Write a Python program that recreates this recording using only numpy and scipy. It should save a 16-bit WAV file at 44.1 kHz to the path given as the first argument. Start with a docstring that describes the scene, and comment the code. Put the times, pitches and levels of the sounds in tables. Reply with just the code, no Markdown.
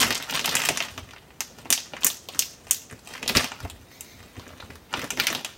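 """Hands press shut the seal of a plastic zipper bag over a steel sink in a kitchen, over a quiet room hum.
For the first second snaps crowd over crackle; then bright seal snaps come singly until a busier burst
with a heavy thud near 3.4 s. Fingers hiss along the ridge, crackle thins, and a last flurry starts near 4.9 s.
Snaps and crackles are noise-kicked short rings, taps fading sines, the rest shaped noise and soft blows;
sparse echoes and fading noise answer all but the thudding, sloshing contents and the hum."""
import sys
import numpy as np
from scipy import signal
from scipy.fft import rfft, irfft
from scipy.io import wavfile
from scipy.ndimage import uniform_filter1d

SR = 44100
rng = np.random.default_rng(int(sys.argv[2]) if len(sys.argv) > 2 else 0)


def dump(signal):
    """Clip the signal to [-1, 1] and save it as 16-bit WAV at the path in sys.argv[1]."""
    limited = np.clip(np.atleast_2d(signal).T, -1, 1)
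    pcm = np.round(limited * 32767).astype(np.int16)
    wavfile.write(sys.argv[1], SR, pcm)


N = 245637

POP_SPAN_S = .0008  # pop levels are nominal rms over this span
LOWEST_HZ, LOWEST_SPREAD_OCT = 830, .18
UPPER_HZ, LOWER_HZ, NEIGHBOUR_SPREAD_OCT = 5280, 2410, 0.33


def pops():
    """Loud single snaps: seal and creases let go abruptly and ring at their own pitches."""
    start_s, ring_db, pitch_hz = pop_rings()
    count = len(start_s)
    ring_hz = pitches(count)
    spread = 2 ** (NEIGHBOUR_SPREAD_OCT * rng.standard_normal(count))
    ring_hz[0] = LOWEST_HZ * 2 ** (LOWEST_SPREAD_OCT * rng.standard_normal(count))
    ring_hz[1] = np.where(pitch_hz < SPLIT_HZ, pitch_hz, LOWER_HZ * spread)
    ring_hz[2] = np.where(pitch_hz < SPLIT_HZ, UPPER_HZ * spread, pitch_hz)
    return np.sqrt(POP_SPAN_S * SR) * film(start_s, ring_db, ring_hz, slip_s=0.00009)


# pops of seal and creases: start_s, level_db, pitch_hz, lowest_ring_db (re level), highest_ring_db (re level)
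SNAPS = [(0.0083, -24, 2320, -23, 1), (0.015, -17.5, 2380, -18, -2), (0.0289, -13.5, 1940, -28, -20),
         (0.106, -18.5, 1680, -11, -6), (0.1132, -22.5, 2580, -17, -14), (0.1262, -21.5, 4610, -16, -12),
         (0.148, -27, 6800, -11, 0), (0.1535, -20.5, 5400, -20, -27), (0.1778, -28, 6840, -25, -13),
         (0.2008, -31, 1850, -5, -19), (0.225, -23.5, 3796, -35, -8.5), (0.2824, -46, 4290, 10, -10),
         (0.2984, -22.5, 2300, -23, -25), (0.3085, -31, 2890, -23, 3.5), (0.3258, -25.5, 3060, -2.5, -30),
         (0.338, -25.5, 4710, -15, -25), (0.3476, -24.5, 2530, -5, -8), (0.3536, -20, 2580, -8.5, -9),
         (0.374, -21.5, 2100, -14, -21), (0.3936, -19, 2760, -17, -24), (0.4124, -28, 5430, -23, -19),
         (0.4438, -20, 3340, -35, -14), (0.4471, -22.5, 2660, -4, -22), (0.4582, -20, 4660, -11, 2),
         (0.4774, -20, 2600, -6, -27), (0.4922, -19.5, 4230, -25, -10), (0.5122, -27, 3570, -16, -23),
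         (0.5429, -25, 2290, -8, -12), (0.5527, -14, 6900, -12, -4), (0.5674, -17.5, 3000, -12, -8),
         (0.601, -23, 2120, -22, -30), (0.6186, -22.5, 2780, -14, -15), (0.6372, -23.5, 2240, -18, -13),
         (0.6519, -22, 2540, -25, -4), (0.6564, -24.5, 1870, -21, 2), (0.6884, -15, 2540, -5.5, -3.5),
         (0.7734, -18.5, 6370, -12, -6.5), (0.8039, -18, 2480, -11, -20), (0.8242, -25, 3960, -19, -9),
         (0.885, -32.5, 2540, -21, -30), (0.978, -30.5, 2650, 3.5, -10), (1.0894, -43.5, 2420, -8, -23),
         (1.109, -40, 2840, -7, -12), (1.1348, -38, 1510, -3, -17), (1.163, -38.5, 2070, -7, -31),
         (1.1826, -46, 2670, -13, -13), (1.3052, -46, 2210, -4, -32), (1.4059, -19.5, 6000, -12.5, -5.5),
         (1.586, -43.5, 5660, 1, -3), (1.6556, -38.5, 2400, 7.5, -22), (1.7035, -13.5, 6850, -14, 2),
         (1.7259, -8.5, 6630, -22, -8), (1.777, -23.5, 3330, -11.5, -21), (1.9353, -29.5, 2580, -2, -48),
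         (1.967, -29, 1940, -18, -35), (2.0087, -45, 5640, -14, 2), (2.0143, -44, 6240, -5, -1),
         (2.0215, -35, 2760, -7, -27), (2.0336, -24, 4730, -8, -19), (2.0456, -14, 6460, -19.5, 6.5),
         (2.0638, -24.5, 6170, -6, -3), (2.067, -13, 6550, -20, 2.5), (2.1016, -25, 4010, -10.5, -10),
         (2.2874, -31.5, 2600, 1, -1.5), (2.3364, -35.5, 3750, -7, -27), (2.3476, -33, 1510, -6, -11),
         (2.3699, -44, 5200, 2.5, -10), (2.3921, -11, 6140, -27.5, -2), (2.4225, -26.5, 2710, -32, 0),
         (2.669, -42.5, 2400, 0, -10), (2.7001, -42, 2020, -12, -30), (2.7099, -12, 6500, -23, 2),
         (2.8994, -42, 2240, -18, -16), (2.9113, -38.5, 1920, -15.5, -7), (2.926, -40.5, 1510, -6, -10),
         (3.1054, -44, 3620, 3, -16), (3.1377, -34.5, 1970, -15, -9), (3.1518, -32, 1980, -5, -37),
         (3.1788, -35, 1840, -9, -25), (3.2286, -26.5, 2540, -5.5, -16), (3.2609, -32.5, 3100, -2, -20),
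         (3.2782, -20.5, 3560, -13, -3.5), (3.281, -25, 6020, -27, -7), (3.2913, -23, 4090, -8, -3),
         (3.2959, -20.5, 2300, -3.5, -3), (3.3512, -17, 2240, -15, -18), (3.3606, -19.5, 3140, -11, -21),
         (3.3701, -11, 4660, -17, -10), (3.395, -20, 2500, -7, -21), (3.4433, -24, 2430, -4, -7),
         (3.5182, -29.5, 2450, 1, -22), (3.6033, -36.5, 1560, -1, -6), (3.6505, -48, 6350, 16.5, 1),
         (3.6992, -35.5, 3300, -3.5, -3.5), (3.915, -50, 1950, -5, -1), (4.0084, -29, 7400, -23, -0.5),
         (4.2036, -45, 2020, -8, -27), (4.2283, -45, 1700, -17, -6), (4.356, -46, 2240, 3, -27),
         (4.3666, -42.5, 2240, -6, -18), (4.3961, -40.5, 4340, 3, -13), (4.4662, -43, 1940, -2, -29),
         (4.479, -45, 6300, -10, -6), (4.5043, -50.5, 1510, 10, -20), (4.5336, -49, 1590, 5, -29),
         (4.6005, -39.5, 2430, 1.5, -21), (4.6036, -33.5, 3840, -20, -30), (4.6251, -39.5, 1510, 4, -24),
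         (4.7036, -39, 2020, -0.5, -24), (4.7561, -44.5, 1500, 0, 0), (4.9285, -37, 6680, 4.5, -8),
         (4.9388, -19.5, 2720, 1, -27), (4.9933, -30, 1890, -13, -7), (5.017, -30, 2020, -7, -9),
         (5.034, -40, 1510, 7, -30), (5.0427, -33, 1510, 4, -2), (5.105, -22.5, 2720, -10, -3.5),
         (5.1732, -27.5, 1940, -7, -13), (5.195, -30, 2370, -5, -10), (5.1989, -15, 2160, -23, -4),
         (5.2425, -33, 3960, -25, -17), (5.2693, -15, 2420, -34, -3.5), (5.2832, -24, 2300, -28, -23),
         (5.3021, -26, 5700, -3, -19), (5.3278, -27, 1680, -2, 1), (5.3496, -21, 3340, -4.5, -11),
         (5.392, -34, 2500, -6, -32), (5.4474, -24, 2980, -7, -7), (5.451, -33, 5600, -22, -14),
         (5.503, -47, 7100, -15, -16)]
SPLIT_HZ = 3800  # main ring: second below, third above
UPPER_SHARE, LOWER_SHARE = 0.41, 0.5  # lean of the neighbour ring to the outer ring beside it


def pop_rings():
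    """Start, ring levels and pitch of each pop; the neighbour of the main ring leans to the outer one."""
    start_s, level_db, pitch_hz, lowest_db, highest_db = np.transpose(SNAPS)
    low = pitch_hz < SPLIT_HZ
    second_db = level_db + LOWER_SHARE * lowest_db * ~low
    third_db = level_db + UPPER_SHARE * highest_db * low
    return start_s, [level_db + lowest_db, second_db, third_db, level_db + highest_db], pitch_hz


# film rings, lowest first: usual_hz, pitch_spread_oct, t60_s
FILM_RINGS = [(800, .3, .003), (2400, .35, .0014), (6000, .35, .0007), (12000, .1, .0003)]


def film(start_s, ring_db, ring_hz, slip_s, size=256):
    """A crease gives way in a short stutter that kicks all the rings together."""
    t = np.arange(size) / SR
    kick = rng.standard_normal((len(start_s), size)) ** 3 * np.exp(-t / slip_s)
    rings = 0
    for k, ((_, _, t60_s), db, hz) in enumerate(zip(FILM_RINGS, ring_db, ring_hz)):
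        # swelling before the fade keeps a ring out of its neighbours' range
        shape = np.sin(2 * np.pi * hz[:, None] * t) * t * 1000. ** (-t / t60_s)
        ring = signal.fftconvolve(kick, shape, axes=1)[:, :size]
        ring = ring * undb(db)[:, None] / np.linalg.norm(ring, axis=1, keepdims=True)
        # opposite senses let neighbouring rings fill the gap between them
        rings = rings + (-1) ** k * ring
    place = (np.clip(start_s, 0, None) * SR).astype(int)[:, None] + np.arange(size)
    out = np.bincount(place.ravel(), rings.ravel(), N + 2 * size)[:N]
    # thin film moves no air in the bass
    return signal.sosfilt(signal.butter(2, 220, "high", fs=SR, output="sos"), out)


def pitches(count):
    """Every crease has its own size, so its rings have their own pitch."""
    usual_hz, spread_oct, _ = np.transpose(FILM_RINGS)
    ring_hz = usual_hz * 2 ** (spread_oct * rng.standard_normal((count, len(usual_hz))))
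    return np.clip(ring_hz, 100, .4 * SR).T


# how busy the hands are: time_s, crackle_db (before size and gain), top_end_db (re crackle)
HANDS = [(0, -24.5, 3.5), (.1, -31.5, -7.5), (.28, -46.5, -9), (.31, -37, -2), (.34, -38, 4),
         (.5, -33.5, -5), (.68, -37, -1.5), (.84, -42, -9), (.95, -51, 0), (1.12, -58.5, -9),
         (1.33, -66, -3), (1.62, -56, -3), (1.9, -55.5, -12), (2.03, -47, -4), (2.24, -60.5, 4),
         (2.36, -50, 1.5), (2.59, -64, -2), (2.68, -56, 4), (2.87, -61, -2), (2.94, -60.5, -6),
         (3.02, -61, 5), (3.1, -44.5, -1.5), (3.22, -53, -1), (3.3, -37, -2), (3.34, -39, 1),
         (3.365, -23.5, -3), (3.41, -33.5, -4), (3.5, -47, -11), (3.7, -58, -1.5), (4.33, -61, -1.5),
         (4.41, -52, -11.5), (4.74, -56.5, -1), (4.86, -69, -9), (4.96, -34, -10.5), (5.1, -47.5, -3),
         (5.16, -50, 0), (5.19, -37.5, -5), (5.26, -33.5, -5), (5.45, -47.5, -9), (5.57, -58, -4)]
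BODY_DB, TOP_SHARE, TOP_DB = -4, .67, -4  # lowest ring re crackle; highest ring follows the top end


def crackle(count=4500):
    """Many small creases let go at random, under the hands and after each pop; a few are much bigger."""
    chance = rng.random((count, 6))
    at = (chance[:, 0] * (N - 1)).astype(int)
    pop_s, pop_db, _ = pop_rings()
    crackle_db, top_db = curve(HANDS)
    tilt_db = [BODY_DB, 0, top_db, TOP_SHARE * top_db + TOP_DB]
    size_db = np.minimum(-4.2 * np.log(chance[:, 1]), 15) - 3 + 3.1 * walk(60)[at]
    ring_db = []
    for tilt, db, luck in zip(tilt_db, pop_db, chance[:, 2:].T):
        power = undb(crackle_db + tilt) ** 2 + settling(db, pop_s)
        ring_db.append(10 * np.log10(power)[at] + size_db + 8 * (luck - .5))
    return undb(6) * film(at / SR, ring_db, pitches(count), slip_s=0.00028)


AFTER_DB, AFTER_T60_S = -20.5, 0.29  # start re pop ring, fade


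def settling(ring_db, start_s):
    """Creases settle after each pop: crackle power jumps and dies away."""
    jumps = np.bincount((start_s * SR).astype(int), undb(ring_db + AFTER_DB) ** 2, N)
    return signal.lfilter([1], [1, -1e6 ** (-1 / (AFTER_T60_S * SR))], jumps)


# taut pockets of the bag: start_s, initial_amplitude_db, pitch_hz
POCKETS = [(.689, -22, 690), (.805, -30, 680), (.978, -30, 1130), (1.656, -38, 1150), (1.936, -36, 600),
           (3.651, -32, 690), (4.604, -36, 3950), (5.199, -20, 2300), (5.27, -20, 2330)]
TAP_T60_CYCLES = 28


def taps(size=4096):
    """Hollow taps: each taut pocket rings at one pitch and fades in a set number of cycles."""
    start_s, amplitude_db, pitch_hz = np.transpose(POCKETS)[:, :, None]
    cycles = pitch_hz * np.arange(size) / SR
    ring = undb(amplitude_db) * np.sin(2 * np.pi * cycles) * 1000. ** (-cycles / TAP_T60_CYCLES)
    place = (start_s * SR).astype(int) + np.arange(size)
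    return np.bincount(place.ravel(), ring.ravel(), N)


# finger and thumb run along the seal: time_s, gain_db
SLIDE_GAIN = [(3.7, -79), (3.8, -68), (3.87, -68), (3.92, -54.5), (4.0, -56), (4.12, -54.5), (4.2, -62),
              (4.3, -60), (4.34, -65)]
# spectrum of the rubbed ridge: freq_hz, density_db (per Hz, relative)
RIDGE_SPECTRUM = [(900, -26.5), (2300, 8), (2900, -23), (3600, 3.5), (5000, -3.5), (6500, -1), (8000, -19),
                  (12000, -5.5)]


def fingers():
    """Skin rubbing on the ridge hisses unevenly."""
    hiss = colour(rng.standard_normal(N), RIDGE_SPECTRUM) * undb(2.5 * walk(35))
    return level(hiss, -1.3) * undb(curve(SLIDE_GAIN)[0])


# contents knocking in the bag: start_s, thud_db, slosh_db (both before knock and wobble gains)
KNOCKS = [(0.019, -54, -49), (0.057, -37, -36), (0.111, -46, -32), (0.353, -51, -43), (0.451, -49, -41),
          (0.489, -52, -33), (0.559, -49, -38), (0.704, -52, -26.5), (0.824, -72, -47), (0.92, -42.5, -67),
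          (0.986, -35.5, -36.5), (1.032, -43, -53), (1.087, -55, -53), (1.188, -53, -62), (1.409, -63, -49),
          (1.513, -65, -47), (1.59, -44.5, -44), (1.659, -57, -40), (1.712, -58, -34), (1.942, -61, -40),
          (2.055, -55, -34), (2.358, -60, -41), (2.4, -63, -42), (2.669, -50, -59), (2.716, -64, -51),
          (2.934, -43, -36.5), (3.114, -57, -53), (3.235, -49, -34), (3.306, -45, -30), (3.367, -24.5, -23),
          (3.445, -54, -35), (3.523, -50, -51), (3.634, -28, -46), (3.654, -42, -34), (3.705, -49, -56),
          (3.754, -44, -59), (3.811, -43, -62), (4.155, -42, -62), (4.208, -50, -51), (4.262, -55, -51),
          (4.382, -35.5, -36.5), (4.474, -54, -42.5), (4.539, -43, -46), (4.64, -43, -45),
          (4.703, -40.5, -39), (4.757, -48, -51), (4.946, -44, -38.5), (4.986, -42, -34), (5.042, -45, -28),
          (5.131, -57, -34), (5.186, -55, -31.5), (5.229, -55, -41), (5.311, -64, -32), (5.361, -69, -33.5),
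          (5.455, -65, -41)]
# thud spectrum: freq_hz, density_db (per Hz, relative)
THUD_SPECTRUM = [(30, -39), (55, -4), (85, 5.5), (120, -1.5), (200, -49)]
# slosh spectrum: freq_hz, density_db (per Hz, relative)
SLOSH_SPECTRUM = [(90, -15), (150, -0.5), (200, -6.5), (255, 3.5), (310, -9), (370, -5.5), (600, -10),
                  (1200, -40)]
THUD_FALL_S, SLOSH_FALL_S = 0.031, 0.015
THUD_BED_DB, SLOSH_BED_DB = -62, -4.5  # thud bed steady; slosh bed re crackle column, so it follows the hands


def contents():
    """Wet slices slide and knock softly inside the bag, as deep thuds and higher sloshing."""
    start_s, thud_db, slosh_db = np.transpose(KNOCKS)
    slosh_bed = undb(curve(HANDS)[0] + SLOSH_BED_DB)
    thuds = bumps(start_s, thud_db, THUD_SPECTRUM, THUD_FALL_S, undb(THUD_BED_DB))
    return thuds + bumps(start_s, slosh_db, SLOSH_SPECTRUM, SLOSH_FALL_S, slosh_bed)


BUMP_RISE_S = 0.0093
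KNOCK_DB, WOBBLE_DB = 2.5, 1  # blow and shaking re bump


def bumps(start_s, bump_db, spectrum, fall_s, bed):
    """Each bump is one soft blow, with shaking that swells up to it and falls away over a bed."""
    blows = np.bincount((start_s * SR).astype(int), undb(bump_db), N)
    t = np.arange(-SR // 4, SR // 4 + 1) / SR
    swell_shape = np.exp(np.minimum(t / BUMP_RISE_S, -t / fall_s))
    swell = signal.fftconvolve(blows, swell_shape, "same")
    shaking = level(colour(rng.standard_normal(N), spectrum) * undb(1.6 * walk(25)), -1.2)
    knock = colour(1. * (t == 0), spectrum)
    knocks = signal.fftconvolve(blows * rng.choice([-1, 1], N), knock / knock.max(), "same")
    return undb(KNOCK_DB) * knocks + shaking * (undb(WOBBLE_DB) * swell + bed)


def kitchen(x, count=6):
    """Creases lie all over the moving bag: every 30 ms a spot is drawn, each with its own echoes."""
    hold = SR // 33
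    spot = np.repeat(rng.integers(0, count, N // hold + 1), hold)[:N]
    return sum(signal.fftconvolve(x * (spot == k), answer())[:N] for k in range(count))


# echoes off hands, counter, sink floor: usual_delay_s, level_db
NEAR_ECHOES = [(.0008, -10), (.0017, -7), (.0037, -11)]
# scatter off rim and bowls, then inside the basin: level_db, t60_s, top_hz
SINK_SCATTER = [(-0.5, 0.037, 22000), (-3.5, 0.12, 7200)]
# room decay by band: centre_hz, t60_s
ROOM_DECAY = [(300, 0.31), (800, 0.12), (2100, 0.27), (5500, 0.38), (12000, 0.22)]
ROOM_DB = -9


def answer():
    """Near surfaces echo first, the sink scatters briefly, the room dies away band by band."""
    t = np.arange(int(.5 * SR)) / SR
    noise, tail = rng.standard_normal(len(t)), 0
    for hz, t60_s in ROOM_DECAY:
        edges_hz = np.clip([hz / 2.0, hz * 1.294], 50, .45 * SR)
        band = signal.butter(2, edges_hz, "band", fs=SR, output="sos")
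        tail = tail + signal.sosfilt(band, noise) * 1000. ** (-t / t60_s)
    tail = tail * (1 - np.exp(-t / 0.0055))
    out = undb(ROOM_DB) * tail / np.linalg.norm(tail)
    for db, t60_s, top_hz in SINK_SCATTER:
        scatter = signal.lfilter(*signal.butter(1, top_hz, fs=SR), rng.standard_normal(len(t)))
        scatter *= 1000. ** (-t / t60_s) * (1 - np.exp(-t / 0.00013))
        out += undb(db) * scatter / np.linalg.norm(scatter)
    out[0] += 1  # direct sound
    for delay_s, db in NEAR_ECHOES:
        out[int(delay_s * SR * rng.uniform(.85, 1.15))] += undb(db) * rng.choice([-1, 1])
    return out


# room hum spectrum: freq_hz, density_db (per Hz, relative)
HUM_SPECTRUM = [(25, -33), (60, -4.5), (250, -7), (600, -13.5), (2400, -28), (6500, -34.5), (10500, -33),
                (15000, -32.5)]


def room_hum():
    """Steady noise, weighted to the bass."""
    return level(colour(rng.standard_normal(N), HUM_SPECTRUM), -50.5)


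def undb(db):
    """Decibels to amplitude ratio."""
    return 10 ** (np.asarray(db) / 20)


def level(x, rms_db):
    """Scale a sound to an rms level."""
    return x * undb(rms_db) / np.sqrt(np.mean(x ** 2))


def curve(table):
    """Columns of a (time_s, ..) table, one value per sample."""
    time_s, *columns = np.transpose(table)
    return [np.interp(np.arange(N) / SR, time_s, c) for c in columns]


def colour(x, table):
    """Shape a spectrum by (freq_hz, db) points, interpolated over log frequency."""
    hz, db = np.transpose(table)
    bin_hz = np.arange(len(x) // 2 + 1) * SR / len(x) + 1  # +1 avoids log 0
    gain = undb(np.interp(np.log(bin_hz), np.log(hz), db))
    return irfft(rfft(x) * gain, len(x))


def walk(rate_hz):
    """Random values, a new one every 1 / rate_hz s, joined by slews."""
    k = int(SR / rate_hz)
    return uniform_filter1d(np.repeat(rng.standard_normal(N // k + 1), k), k)[:N]


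def scene():
    """Bag and fingers answered by the kitchen, plus contents and hum."""
    hum = room_hum()
    bag = pops() + taps() + crackle() + fingers()
    return (kitchen(bag) + contents() + hum)[None]


# microphone response: freq_hz, gain_db
MIC_RESPONSE = [(20, -23), (45, 1), (70, -4), (3000, 0.5), (6500, 0.5), (9000, -0.5), (10400, -4),
                (12000, -3), (15500, -1.5)]
TOP_HZ = 15800


def record(dry):
    """The microphone colours the sound, peaks clip, then a steep low-pass cuts the top."""
    heard = np.clip(colour(dry[0], MIC_RESPONSE), -.95, .95)[None]
    return signal.sosfilt(signal.ellip(10, .2, 70, TOP_HZ, fs=SR, output="sos"), heard)


dry = scene()
out = record(dry)
dump(out)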